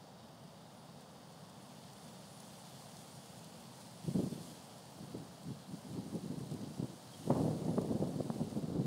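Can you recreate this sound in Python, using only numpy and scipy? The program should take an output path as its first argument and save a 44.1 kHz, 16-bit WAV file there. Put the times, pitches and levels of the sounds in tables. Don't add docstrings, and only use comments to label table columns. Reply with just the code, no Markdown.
import sys
import numpy as np
from scipy import signal
from scipy.fft import rfft, irfft, next_fast_len
from scipy.io import wavfile
from scipy.ndimage import uniform_filter1d

SR = 44100
rng = np.random.default_rng(int(sys.argv[2]) if len(sys.argv) > 2 else 0)


def wrap_up_sound(samples):
    columns = np.atleast_2d(samples).T
    tamed = np.clip(columns, -1, 1)
    steps = np.round(tamed * 32767).astype(np.int16)
    wavfile.write(sys.argv[1], SR, steps)


N = 390726
TIME = np.arange(N) / SR


def gain_of(db):
    return 10 ** (np.asarray(db) / 20)


def unit_rms(x):
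    return x / np.sqrt(np.mean(x ** 2) + 1e-20)


def spectrum_gain(spectrum, hz):
    f, db = np.transpose(spectrum)
    return gain_of(np.interp(np.log(hz + 1), np.log(f + 1), db))


def follow(curve):
    return np.interp(TIME, *np.transpose(curve))


def add_centred(mix, s, sound):
    part = mix[max(round(s * SR) - len(sound) // 2, 0):][:len(sound)]
    part += sound[:len(part)]


def eddy_gain(hz, rolloff_hz):
    return 1 / np.sqrt(1 + (hz / rolloff_hz) ** 6)


def coloured(x, spectrum, rolloff_hz=np.inf):
    size = next_fast_len(len(x))
    hz = np.fft.rfftfreq(size, 1 / SR)
    shaped = rfft(x, size) * spectrum_gain(spectrum, hz) * eddy_gain(hz, rolloff_hz)
    return unit_rms(irfft(shaped, size)[:len(x)])


def wander(rate_hz):
    size = next_fast_len(N)
    hz = np.fft.rfftfreq(size, 1 / SR)
    slow = rfft(rng.standard_normal(size)) / (1 + (hz / rate_hz) ** 4)
    return unit_rms(irfft(slow, size)[:N])


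def impulses(per_s, spread_db):
    strength = gain_of(spread_db * np.minimum(rng.exponential(1, N), 5))
    return unit_rms(strength * rng.choice([-1., 1.], N) * (rng.random(N) < per_s / SR))


def whine(lines_hz=(14970, 15030), level_db=-87.5):
    return gain_of(level_db) * sum(np.sin(2 * np.pi * hz * TIME) for hz in lines_hz)


# t/s, level/dB
ROAR_LEVEL = [(0, -60.5), (2.5, -59), (6, -59.5), (8.86, -59)]
# f/Hz, relative level/dB
ROAR_SPECTRUM = [(100, -43), (330, -10.5), (480, -1.5), (620, -0.5), (780, -1), (1000, -5.5), (1300, -10.5),
                 (1800, -16.5), (2500, -27), (5000, -45)]
RUMBLE_SPECTRUM = [(20, -36), (40, -50), (62, -20), (90, -9.5), (125, 0.5), (160, 2.5), (225, -0.5),
                   (300, -10), (420, -18), (900, -50)]

def far_air(rumble_db=-57.0):
    roar = coloured(rng.standard_normal(N), ROAR_SPECTRUM)
    roar *= gain_of(follow(ROAR_LEVEL) + 0.23 * wander(rate_hz=4.7))
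    rumble = coloured(rng.standard_normal(N), RUMBLE_SPECTRUM)
    rumble *= gain_of(rumble_db + 0.6 * wander(rate_hz=6.7))
    return roar + rumble


def peep(at_s=7.144, pitch_hz=3230, level_db=-57.5, length_s=0.016):
    turns = np.cumsum(pitch_hz * (1 + 0.008 * wander(rate_hz=120))) / SR
    envelope = np.exp(-2 * ((TIME - at_s) / length_s) ** 2)
    return gain_of(level_db) * envelope * np.sin(2 * np.pi * turns)


def tufts(x, depth_db):
    z = signal.stft(x, nperseg=512, noverlap=384)[2]
    patches = uniform_filter1d(rng.standard_normal(z.shape), size=9, axis=0)
    patches = unit_rms(uniform_filter1d(patches, size=26, axis=1))
    return unit_rms(signal.istft(z * gain_of(depth_db * patches), nperseg=512, noverlap=384)[1][:N])


# t/s, rustle level/dB
BREEZE_LEVEL = [(0.06, -66.5), (1.45, -64), (2.65, -60), (3.69, -61.5), (3.84, -60.5), (3.96, -61.5),
                (4.11, -58.5), (4.4, -59.5), (4.45, -58), (4.6, -61), (5.65, -63), (5.79, -61.5),
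                (7.04, -61.5), (7.33, -58.5), (7.72, -61), (8.6, -61), (8.77, -63.5), (8.82, -62)]
# f/Hz, relative level/dB
HISS_SPECTRUM = [(1200, -12), (2000, -5), (2450, -5), (2950, 0), (3400, 1.5), (4050, 1), (4550, 2.5),
                 (5300, -1), (6000, -5.5), (6900, -8.5), (8000, -11.5), (11000, -22), (15700, -14.5)]
FIZZ_SPECTRUM = [(3500, -22.5), (5500, -4.5), (6600, -0.5), (7600, -1.5), (8800, 2), (10000, -1.5),
                 (11200, -5), (13000, -10.5), (15700, -13)]

def grass(usual_breeze_db=-62, hiss_db=-63.5, fizz_db=-66):
    swell_db = follow(BREEZE_LEVEL) - usual_breeze_db
    hiss = rng.standard_normal(N) + 0.5 * impulses(per_s=1800, spread_db=4.0)
    fizz = rng.standard_normal(N) + 0.61 * impulses(per_s=1300, spread_db=3.0)
    hiss = tufts(coloured(hiss, HISS_SPECTRUM), depth_db=0.52)
    hiss *= gain_of(hiss_db + 0.95 * swell_db + 0.47 * wander(rate_hz=21))
    fizz = tufts(coloured(fizz, FIZZ_SPECTRUM), depth_db=0.9)
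    fizz *= gain_of(fizz_db + 1.63 * swell_db + 0.53 * wander(rate_hz=17))
    return hiss + fizz


def reflection(x, notch_hz=4180, slide_hz_per_s=103, width_hz=190, shoulder_hz=1300, settle_s=1.8):
    first_db, later_db, shoulder_db = 5, 2.3, 2.0
    hz, t, z = signal.stft(x, SR, nperseg=1024)
    offset_hz = hz[:, None] - (notch_hz - slide_hz_per_s * t)
    fading = np.exp(-t / settle_s)
    dip_db = (later_db + (first_db - later_db) * fading) * np.exp(-(offset_hz / width_hz) ** 2)
    lift_db = shoulder_db * fading * np.exp(-(offset_hz / shoulder_hz) ** 2)
    return signal.istft(z * gain_of(lift_db - dip_db), nperseg=1024)[1][:N]


# t/s, level/dB, length/s, centre f/Hz
BLADE_SWISHES = [(.8, -73, 0.064, 10050), (2.032, -75, 0.11, 10050), (2.386, -67, .12, 9800),
                 (7.73, -68, 0.11, 9900)]

def swishes(width_hz=450):
    out, t = np.zeros(N), np.arange(-8192, 8192) / SR
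    skirt = [(-2.5, -40), (-1, -6), (0, 0), (1, -6), (2.5, -40)]  # offset/widths, level/dB
    for s, db, length, hz in BLADE_SWISHES:
        band = [(hz + offset * width_hz, band_db) for offset, band_db in skirt]
        stroke = coloured(impulses(per_s=2300, spread_db=4.0)[:len(t)], band)
        add_centred(out, s, gain_of(db) * stroke * np.exp(-2 * (t / length) ** 2))
    return out


# t/s, peak level/dB
BLADE_FLICKS = [(0.0667, -56), (.438, -57), (1.0071, -50), (1.496, -52), (1.932, -51), (2.4014, -48),
                (2.9677, -48), (3.2574, -52), (3.444, -47.5), (3.8048, -46.5), (5.4321, -49), (6.1524, -47),
                (6.5136, -46), (6.5385, -47.5), (7.815, -45), (8.3828, -54)]
# f/Hz, relative level/dB
FLICK_SPECTRUM = [(2000, -28), (4000, 2), (6000, -1.5), (8000, -1), (9700, 2.5), (11500, -9), (15500, -11)]

def flicks(decay_s=0.005):
    out, t = np.zeros(N), np.arange(-2048, 2048) / SR
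    envelope = (t >= 0) * np.exp(-abs(t) / decay_s)
    for s, db in BLADE_FLICKS:
        scratch = coloured(rng.standard_normal(len(t)) * envelope, FLICK_SPECTRUM)
        add_centred(out, s, gain_of(db) * scratch / abs(scratch).max())
    return out


# arrival t/s, hold/s, level/dB, eddy roll-off f/Hz
MIC_GUSTS = [(4.068, 0.032, -43, 290), (4.174, 0.15, -42, 394), (4.385, .12, -55, 310),
             (4.988, 0.028, -46.5, 350), (5.13, 0.091, -47, 363), (5.478, 0.013, -44.5, 265),
             (5.707, 0.024, -48, 297), (5.878, 0.78, -46.5, 380), (6.808, 0.045, -43, 377),
             (7.201, 0.1, -45.5, 320), (7.329, 0.053, -34, 810), (7.4, 0.091, -32, 550),
             (7.614, 0.45, -38, 540), (8.13, 0.56, -44, 466), (8.743, .13, -37.5, 420)]

def gusts(t, build_db_per_s=376, creep_db_per_s=1, release_db_per_s=155):
    power, weighted_hz = 0, 0
    for s, hold, db, rolloff_hz in MIC_GUSTS:
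        early, held, late = np.maximum(s - t, 0), np.clip(t - s, 0, hold), np.maximum(t - s - hold, 0)
        gust_db = db - build_db_per_s * early + creep_db_per_s * held - release_db_per_s * late
        gust_power = gain_of(gust_db) ** 2 + 1e-14
        power += gust_power
        weighted_hz += gust_power * rolloff_hz
    return 10 * np.log10(power), weighted_hz / power


# f/Hz, relative level/dB
PORT_SPECTRUM = [(15, -42), (40, -52), (62, -19.5), (95, -10), (130, -1.5), (170, 1.5), (230, -1),
                 (300, -5), (500, -8.5), (800, -9), (1500, -16.5), (2500, -15)]

def turbulence(trim_db=-0.16, flutter_db=3.1, steadier_above_db=-45):
    pushes = rng.standard_normal(N) + 0.9 * impulses(per_s=260, spread_db=1.5)
    hz, t, z = signal.stft(pushes, SR, nperseg=2048, noverlap=1536)
    _, rolloff_hz = gusts(t)
    colour = spectrum_gain(PORT_SPECTRUM, hz)[:, None] * eddy_gain(hz[:, None], rolloff_hz)
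    colour /= np.linalg.norm(colour, axis=0)
    flow = signal.istft(z * colour, nperseg=2048, noverlap=1536)[1][:N]
    gust_db, _ = gusts(TIME)
    depth_db = flutter_db - 0.13 * np.maximum(gust_db - steadier_above_db, 0)
    flutter = gain_of(depth_db * wander(rate_hz=36))
    return unit_rms(flow * flutter) * gain_of(gust_db + trim_db)


# t/s, nominal level/dB, nominal length/s
EDDY_BUFFETS = [(4.087, -30, 0.0075), (4.159, -29, 0.018), (4.196, -29.5, 0.019), (4.235, -34, 0.017),
                (4.267, -33.5, 0.0065), (5.15, -38.5, .012), (5.511, -38, 0.0087), (5.74, -43, 0.0076),
                (5.985, -36.5, 0.021), (6.156, -36, 0.032), (6.252, -44, 0.044), (6.553, -39.5, 0.021),
                (6.798, -29.5, 0.0043), (6.83, -33, 0.011), (7.276, -34.5, .005), (7.309, -24, .012),
                (7.688, -32.5, 0.013), (7.785, -26, 0.011), (7.912, -35, 0.014), (8.035, -36, 0.017),
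                (8.163, -34.5, 0.01), (8.206, -30.5, 0.0068), (8.261, -39, 0.0098), (8.303, -33, .012),
                (8.364, -37, 0.007), (8.412, -32.5, 0.022), (8.575, -33.5, 0.024), (8.641, -37.5, 0.011),
                (8.801, -29, 0.0087)]

def buffets(trim_db=-0.9, stretch=0.99, low_cut_hz=115):
    out, t = np.zeros(N), np.arange(-4096, 4096) / SR
    low_cut = signal.butter(2, low_cut_hz, "highpass", fs=SR)
    for s, db, length in EDDY_BUFFETS:
        _, rolloff_hz = gusts(s)
        shove = rng.standard_normal(len(t)) * np.exp(-2 * (t / (stretch * length)) ** 2)
        thump = coloured(signal.lfilter(*low_cut, shove), PORT_SPECTRUM, rolloff_hz)
        thump *= np.sqrt(length * SR / len(t))
        add_centred(out, s, gain_of(db + trim_db) * thump)
    return out


# t/s, peak level/dB, passing time/s
VORTEX_SNAPS = [(7.305, -25, 0.00054), (7.312, -30, 0.00075), (7.7822, -21, 0.00045),
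                (8.026, -21.5, 0.00074), (8.207, -31, 0.00061), (8.302, -25.5, 0.00044)]

def snaps():
    out, t = np.zeros(N), np.arange(-512, 512) / SR
    for s, db, passing_s in VORTEX_SNAPS:
        swing = (2 * np.tanh(t / passing_s) ** 2 - 1) / np.cosh(t / passing_s)
        add_centred(out, s, gain_of(db) * swing)
    return out


def scene():
    hillside = reflection(grass()) + flicks() + swishes() + far_air() + peep()
    return (hillside + turbulence() + buffets() + snaps() + whine())[None]


def record(dry, edge_hz=15750):
    lowpass = signal.firwin(1023, edge_hz, window=("kaiser", 9), fs=SR)
    return signal.oaconvolve(dry, lowpass[None], "same")


dry = scene()
out = record(dry)
wrap_up_sound(out)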